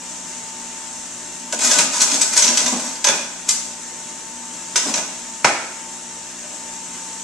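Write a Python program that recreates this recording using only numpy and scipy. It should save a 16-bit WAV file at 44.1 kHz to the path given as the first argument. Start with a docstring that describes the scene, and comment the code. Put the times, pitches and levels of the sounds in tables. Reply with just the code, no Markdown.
"""A centrifugal juicer hums, whines and hisses on a kitchen counter, from sine tones and coloured noise.
Grapes drop down the chute and are shredded in sharp rasps, made of dense clicks that shake the housing.
Wet pulp thuds into the plastic housing as softer clicks, and the pusher knocks ringing modes in the chute.
A camera with two small microphone ports stands close by in the hard room, which adds noise-built echoes."""
import sys
import numpy as np
from scipy import signal
from scipy.fft import rfft, irfft, next_fast_len
from scipy.io import wavfile
from scipy.ndimage import uniform_filter1d

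SR = 44100
rng = np.random.default_rng(int(sys.argv[2]) if len(sys.argv) > 2 else 0)


def store_pcm(level_fs):
    """Save levels as 16-bit WAV."""
    pcm = np.round(np.clip(level_fs, -1, 1) * 32767).astype(np.int16)
    wavfile.write(sys.argv[1], SR, np.atleast_2d(pcm).T)


N = 318843

SHAFT_HZ = 59.78  # turns per second without load
T = np.arange(N) / SR  # time in seconds
SIZE = next_fast_len(N + SR)  # room for one second of echoes
HZ = np.maximum(np.arange(SIZE // 2 + 1) * SR / SIZE, 1)


def undb(db):
    """Turn decibels into gain."""
    return 10 ** (np.asarray(db) / 20)


def curve(table):
    """Join the rows of a table by straight lines in time."""
    rows = np.array(table)
    return np.interp(T, rows[:, 0], rows[:, 1])


def across(table, hz):
    """Read a table between its rows, with pitch on a logarithmic axis."""
    rows = np.array(table)
    return np.interp(np.log(hz), np.log(rows[:, 0]), rows[:, 1])


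def through(x, response):
    """Filter a sound by a frequency response."""
    return irfft(rfft(x, SIZE) * response, SIZE)[..., :N]


def unit(x):
    """Scale to an average strength (rms) of 1."""
    return x / np.sqrt(np.mean(np.abs(x) ** 2))


def colour(x, spectrum):
    """Give a white sound a spectrum, keeping its power."""
    return through(x, unit(undb(across(spectrum, HZ))))


def walk(rate):
    """Smooth random wandering with rms 1; rate is how many new values are drawn per second."""
    k = int(SR / rate)
    steps = np.repeat(rng.standard_normal(N // k + 1), k)
    smooth = uniform_filter1d(uniform_filter1d(steps, k), k)
    return unit(smooth[:N])


def clicks(rate, spread_db):
    """Dense tiny impacts of uneven size, rate per second on average, scaled to rms 1."""
    struck = rng.random(N) < rate / SR
    direction = np.sign(rng.standard_normal(N))
    size = undb(spread_db * np.clip(rng.standard_normal(N), -2, 2))
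    return unit(struck * direction * size)


def later(x, seconds):
    """Delay an envelope."""
    return np.interp(T - seconds, T, x)


def bursts(rows, rise):
    """Envelope of (start s, dB, fall time s) bursts: each rises quickly and dies away exponentially."""
    power = np.zeros(N)
    for s, db, length in rows:
        start = int(s * SR)
        age = T[:min(SR // 2, N - start)]
        shape = (1 - np.exp(-age / rise)) * np.exp(-age / max(length, rise))
        power[start:start + len(age)] += (undb(db) * shape) ** 2
    return np.sqrt(power)


def motor(turns, waver_db=2, flutter_db=1.5, hum_jitter=0.3, whine_jitter=0.1):
    """Shaft harmonics that waver on their own, one strong whine and a thin bearing tone."""
    # Motor hum. Each row: multiple of the shaft speed, average level in dB.
    harmonics = [(1, -71.5), (2, -66.5), (3, -55), (4, -51.5), (5, -59), (6, -57), (8, -68), (10, -57),
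                 (11, -62), (13, -61), (14, -62), (16, -60), (17, -57), (25, -75), (30, -58)]
    # The whine dips briefly. Each row: middle of the dip in seconds, depth in dB.
    whine_dips = [(1.13, 7), (3.32, 5), (6.39, 11)]
    dip_s = 0.091
    whine_order, whine_db = 15, -44.5  # multiple of the shaft speed, level outside the dips
    bearing_hz, bearing_db = 2745, -57

    def tone(phase, db, jitter):
        """A sine of rms level db, with a random starting phase that also wanders."""
        cycles = phase + rng.random()
        return np.sqrt(2) * undb(db) * np.sin(2 * np.pi * cycles + jitter * walk(14))

    hum = sum(tone(round(order) * turns, db + waver_db * walk(12), hum_jitter) for order, db in harmonics)
    dips = sum(depth * np.exp(-((T - s) / dip_s) ** 2) for s, depth in whine_dips)
    whine = tone(whine_order * turns, whine_db - dips + flutter_db * walk(12), whine_jitter)
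    bearing = tone(bearing_hz * T, bearing_db + flutter_db * walk(4.93), whine_jitter)
    return hum + whine + bearing


def basket(turns, air_db=-37, spray_db=-5.5, throb=0.043):
    """The spinning basket rushes steadily with air, and its fine spray throbs once a turn."""
    # How the spray's hiss changes. Each row: time in seconds, level in dB before spray_db is added.
    hiss = [(0, -33), (1.45, -33.5), (3.4, -36), (4.35, -36.5), (4.7, -32.5), (6.2, -38.5), (6.6, -34),
            (7.2, -33.5)]
    # Tone colour of air and spray. Each row: frequency in Hz, relative level in dB.
    rush_spectrum = [(30, -14.5), (90, -9.5), (150, -8), (200, -4), (250, 5.5), (330, -2.5), (450, -4.5),
                     (620, -2.5), (1000, -2.5), (2000, -3.5), (4900, -5), (6100, 5), (7700, 7), (9500, -7),
                     (12000, -20.5)]
    air = rng.standard_normal(N) * undb(air_db + 0.49 * walk(12))
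    spray = clicks(rate=5000, spread_db=4) * undb(curve(hiss) + spray_db + 0.81 * walk(27))
    throbbing = 1 + throb * np.sin(2 * np.pi * turns)
    return colour(air + spray * throbbing, rush_spectrum)


def shredding():
    """How hard the grater disc works: each batch is gripped, wears down steadily and is flung clear."""
    # Batches of fruit on the disc. Each row: start in seconds, length in seconds,
    # shredding level in dB before wear.
    batches = [(1.594, .23, -18), (1.909, 0.39, -22), (2.314, 0.64, -20.5), (3.04, 0.19, -33),
               (3.463, 0.043, -30.5), (4.768, .08, -32), (4.845, 0.053, -26.5), (4.937, 0.051, -28)]
    grip_s, wear_db_per_s, clear_s = 0.023, 21.5, 0.023
    power = 0
    for start, length, db in batches:
        age = np.maximum(T - start, 0)
        grip = np.minimum(age / grip_s, 1)
        clear = np.exp(-np.maximum(age - length, 0) / clear_s)
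        power = power + (grip * undb(db - wear_db_per_s * age) * clear) ** 2
    return np.sqrt(power)


def bites(rows):
    """Envelope of (s, dB) bites: what is left of a grape is caught again, weaker, one turn later."""
    rise_s, fall_s, rebite_db = 0.0012, 0.008, -7
    first = bursts([(s, db, fall_s) for s, db in rows], rise=rise_s)
    again = undb(rebite_db) * later(first, 1 / SHAFT_HZ)
    return np.hypot(first, again)


def housing(force, favoured_hz=1000, favour_db=0, reach=0.17):
    """The plastic shell rings in its damped modes; where it is struck decides which ring most."""
    # Modes of the shell. Each row: frequency in Hz, width in Hz, relative level in dB.
    modes = [(283, 67, -7), (418, 25, -4.5), (599, 35, 3.5), (700, 54, -6), (834, 23, 2.5), (989, 53, 4),
             (1262, 93, -1), (1479, 45, 3.5), (1623, 77, -0.5), (2022, 89, -0.5), (2216, 100, -3),
             (2485, 82, 2), (2796, 39, -1), (3455, 120, -3), (4170, 37, -11)]
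    response = 0
    for k, (hz, width, db) in enumerate(modes):
        closeness = np.exp(-(np.log(hz / favoured_hz) / reach) ** 2)
        gain = undb(db + favour_db * closeness)
        resonance = gain / (1 + 1j * (HZ ** 2 - hz ** 2) / (HZ * width))
        response = response + (-1) ** k * resonance  # neighbours move in opposite directions
    return through(force, unit(response))


def grater(turns, work, rasp_db=-5.5, crunch_db=2.5, shell_db=1.4, skin_shell_db=-9, chop=0.17, rough_db=2):
    """Rows of teeth tear the fruit in dense clicks: skins rasp, flesh crunches, both shake the housing."""
    # Single grapes caught by the teeth. Each row: time in seconds, then the rasp, crunch and housing
    # levels in dB, before rasp_db, crunch_db and shell_db are added.
    grapes = [(1.5237, -7.5, -42, -24.5), (1.5886, -11, -32, -28), (1.6444, -9.5, -28, -36),
              (1.7105, -3, -12.5, -20), (1.7852, 0, -12, -13.5), (2.004, -5.5, -14.5, -23.5),
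              (2.0151, 0, -16, -25), (2.1144, -8.5, -19, -26), (2.14, -6.5, -22, -37),
              (2.212, -0.5, -30, -28), (2.363, -4, -30, -24), (2.373, 1, -20, -32), (2.4211, -5, -9.5, -25),
              (2.444, -6.5, -18, -25), (2.477, -13, -11.5, -23), (2.5722, -5, -11.5, -22.5),
              (2.6014, -14, -20, -34), (2.659, -6.5, -16.5, -19), (3.0424, -3.5, -13.5, -15.5),
              (3.0684, -11, -12, -15), (3.0839, -5, -15.5, -16), (3.488, 1.5, -20, -44),
              (4.7572, -2.5, -11, -20), (4.939, -8, -18, -22), (4.9744, -16, -22, -22)]
    # Teeth on skin. Each row: frequency in Hz, relative level in dB.
    rasp_spectrum = [(100, -48), (400, -22), (1000, -17), (2500, -13), (4200, -7.5), (5300, -3.5),
                     (6400, 1), (7800, 1), (9300, -10.5), (11500, -18), (12500, -38)]
    # Teeth on flesh. Each row: frequency in Hz, relative level in dB.
    crunch_spectrum = [(400, -38), (1500, -11), (3400, -0.5), (5000, 0.5), (6200, 10), (8000, -19),
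                       (12000, -27)]
    teeth = 1 + chop * np.sin(2 * np.pi * 2 * turns)  # swells twice a turn
    skins = work * unit(undb(rough_db * walk(200)))  # scraps catch and slip
    rasp = bites([(s, db + rasp_db) for s, db, _, _ in grapes])
    crunch = bites([(s, db + crunch_db) for s, _, db, _ in grapes])
    shake = bites([(s, db + shell_db) for s, _, _, db in grapes])
    tearing = teeth * clicks(rate=7000, spread_db=4.5) * np.hypot(rasp, skins)
    crushing = teeth * clicks(rate=8000, spread_db=2.0) * crunch
    pounding = teeth * clicks(rate=5000, spread_db=4.0) * np.hypot(shake, skins * undb(skin_shell_db))
    return colour(tearing, rasp_spectrum) + colour(crushing, crunch_spectrum) + housing(pounding)


def pulp(work, length=0.039):
    """Small scraps and a few big soft lumps of wet pulp splatter on the housing as sparse clicks."""
    # Big lumps thrown against the housing. 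Each row: time in seconds, level in dB.
    thuds = [(1.53, -30), (1.759, -26.5), (1.82, -31.5), (2.12, -27), (2.48, -29), (2.61, -27),
             (2.725, -22), (3.09, -27), (4.856, -23), (4.96, -29)]
    # Pulp on plastic. Each row: frequency in Hz, relative level in dB.
    splat_spectrum = [(60, -51), (130, -25), (180, -3.5), (250, 8), (340, -5.5), (470, -7), (620, 0),
                      (1100, -9.5), (3000, -40)]
    splatter_db, flight_s = -17.5, 0.042  # scraps follow the shredding, this much weaker and later
    lumps = bursts([(s, db, length) for s, db in thuds], rise=0.0016)
    scraps = undb(splatter_db) * later(work, flight_s)
    return colour(clicks(rate=900, spread_db=4.5) * np.hypot(lumps, scraps), splat_spectrum)


def pusher(ring_db=21, chatter=0.012):
    """Each blow in the chute sets the housing ringing; the loose plastic chatters for an instant."""
    # Pusher strikes. 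Each row: time in seconds, ring level in dB before ring_db is added, crack level
    # in dB, frequency in Hz of the modes that the struck spot favours, their boost in dB.
    knocks = [(3.085, -19, -23, 1000, 15), (4.757, -18, -19.5, 1470, 12), (5.445, -8.5, -7, 700, 8),
              (6.44, -34.5, -48, 610, 16)]
    # Plastic on plastic. Each row: frequency in Hz, relative level in dB.
    crack_spectrum = [(40, -38), (150, -4), (400, 1.5), (850, 1), (2300, 3.5), (3300, -7.5), (6300, 0),
                      (9000, -10), (12500, -35)]
    ring = 0
    for s, db, _, hz, favour_db in knocks:
        blow = signal.unit_impulse(N, int(s * SR))
        ring = ring + undb(db + ring_db) * housing(blow, hz, favour_db)
    crack_envelope = bursts([(s, db, chatter) for s, _, db, _, _ in knocks], rise=0.00016)
    crack = clicks(rate=13000, spread_db=3.5) * crack_envelope
    return ring + colour(crack, crack_spectrum)


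def echoes(early_db=-2, late_db=-0.5, early_s=0.012):
    """One stereo path through the kitchen: quick reflections from counter and cupboards, then the tail."""
    # Fading of the room. Each row: frequency in Hz, time in seconds for the tail to drop by 60 dB.
    room_t60 = [(150, 0.52), (700, 0.64), (2500, 0.78), (7000, 0.58), (12000, 0.48)]
    # Likeness of left and right echoes. Each row: frequency in Hz, likeness from 0 to 1.
    likeness = [(100, 0.88), (300, 0.96), (650, 0.85), (1200, 0.62), (2500, 0.27), (4500, 0.074), (8000, 0)]
    age, hz = T[:SR], np.maximum(np.arange(SR // 2 + 1), 1)
    alike = np.clip(across(likeness, hz), 0, 1)
    mid, side = rfft(rng.standard_normal((2, SR)))
    opposite = np.array([[1], [-1]])  # left and right
    field = mid * np.sqrt((1 + alike) / 2) + opposite * side * np.sqrt((1 - alike) / 2)
    early = undb(early_db) * unit(np.exp(-age / early_s) * (1 - np.exp(-age / 0.00037)))
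    response = 0
    for k, (_, t60) in enumerate(room_t60):
        # Neighbouring bands blend into each other.
        share = across([(f, j == k) for j, (f, _) in enumerate(room_t60)], hz)
        fade = np.exp(-np.log(1000) * age / t60)
        late = undb(late_db) * unit(fade * (1 - np.exp(-age / 0.0067)))
        response = response + irfft(field * share, SR) * np.hypot(early, late)
    return rfft(response, SIZE) / np.sqrt(SR)


def kitchen(x, direct_db=-3.5, room_db=-3, wander=45, count=6):
    """The sound arrives directly and through several echo paths whose shares wander randomly."""
    shares = np.array([walk(wander) for _ in range(count)])
    shares /= np.sqrt(np.sum(shares ** 2, axis=0))  # together they keep constant power
    room = sum(through(x * share, echoes()) for share in shares)
    return undb(direct_db) * x + undb(room_db) * room


def scene():
    """The shaft slows a little under load; its turns time the motor, basket and teeth."""
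    sag = 0.00397  # share of the shaft speed lost under full load
    full_load_db = -19.5  # shredding level that loads the motor fully
    work = shredding()
    load = np.minimum(work / undb(full_load_db), 1)
    drift = 0.00052 * walk(4.7)
    turns = np.cumsum(SHAFT_HZ * (1 - sag * load + drift)) / SR
    # The motor's tones stay dry; all other juicer noises also reach the room.
    noises = basket(turns) + grater(turns, work) + pulp(work) + pusher()
    return motor(turns) + undb(2.5) * kitchen(noises)


def record(dry):
    """Each port colours the treble in its own way; the loudest peaks overload; the top is cut."""
    # The two ports ring at different pitches. Each row: frequency in Hz, left minus right in dB.
    port_difference = [(2000, -0.1), (3800, -0.6), (5200, -0.5), (6300, -5.5), (7000, 5), (7800, 12.5),
                       (9000, 8.5), (12000, 13.5)]
    top_hz = 12100
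    ratio = undb(across(port_difference, HZ))
    ports = np.array([ratio, np.ones_like(ratio)]) * np.sqrt(2 / (1 + ratio ** 2))  # keeps total power
    limited = np.clip(through(dry, ports), -1.1, 1.1)
    top_cut = signal.ellip(8, .2, 70, top_hz, fs=SR, output="sos")
    return signal.sosfilt(top_cut, limited)


dry = scene()
out = record(dry)
store_pcm(out)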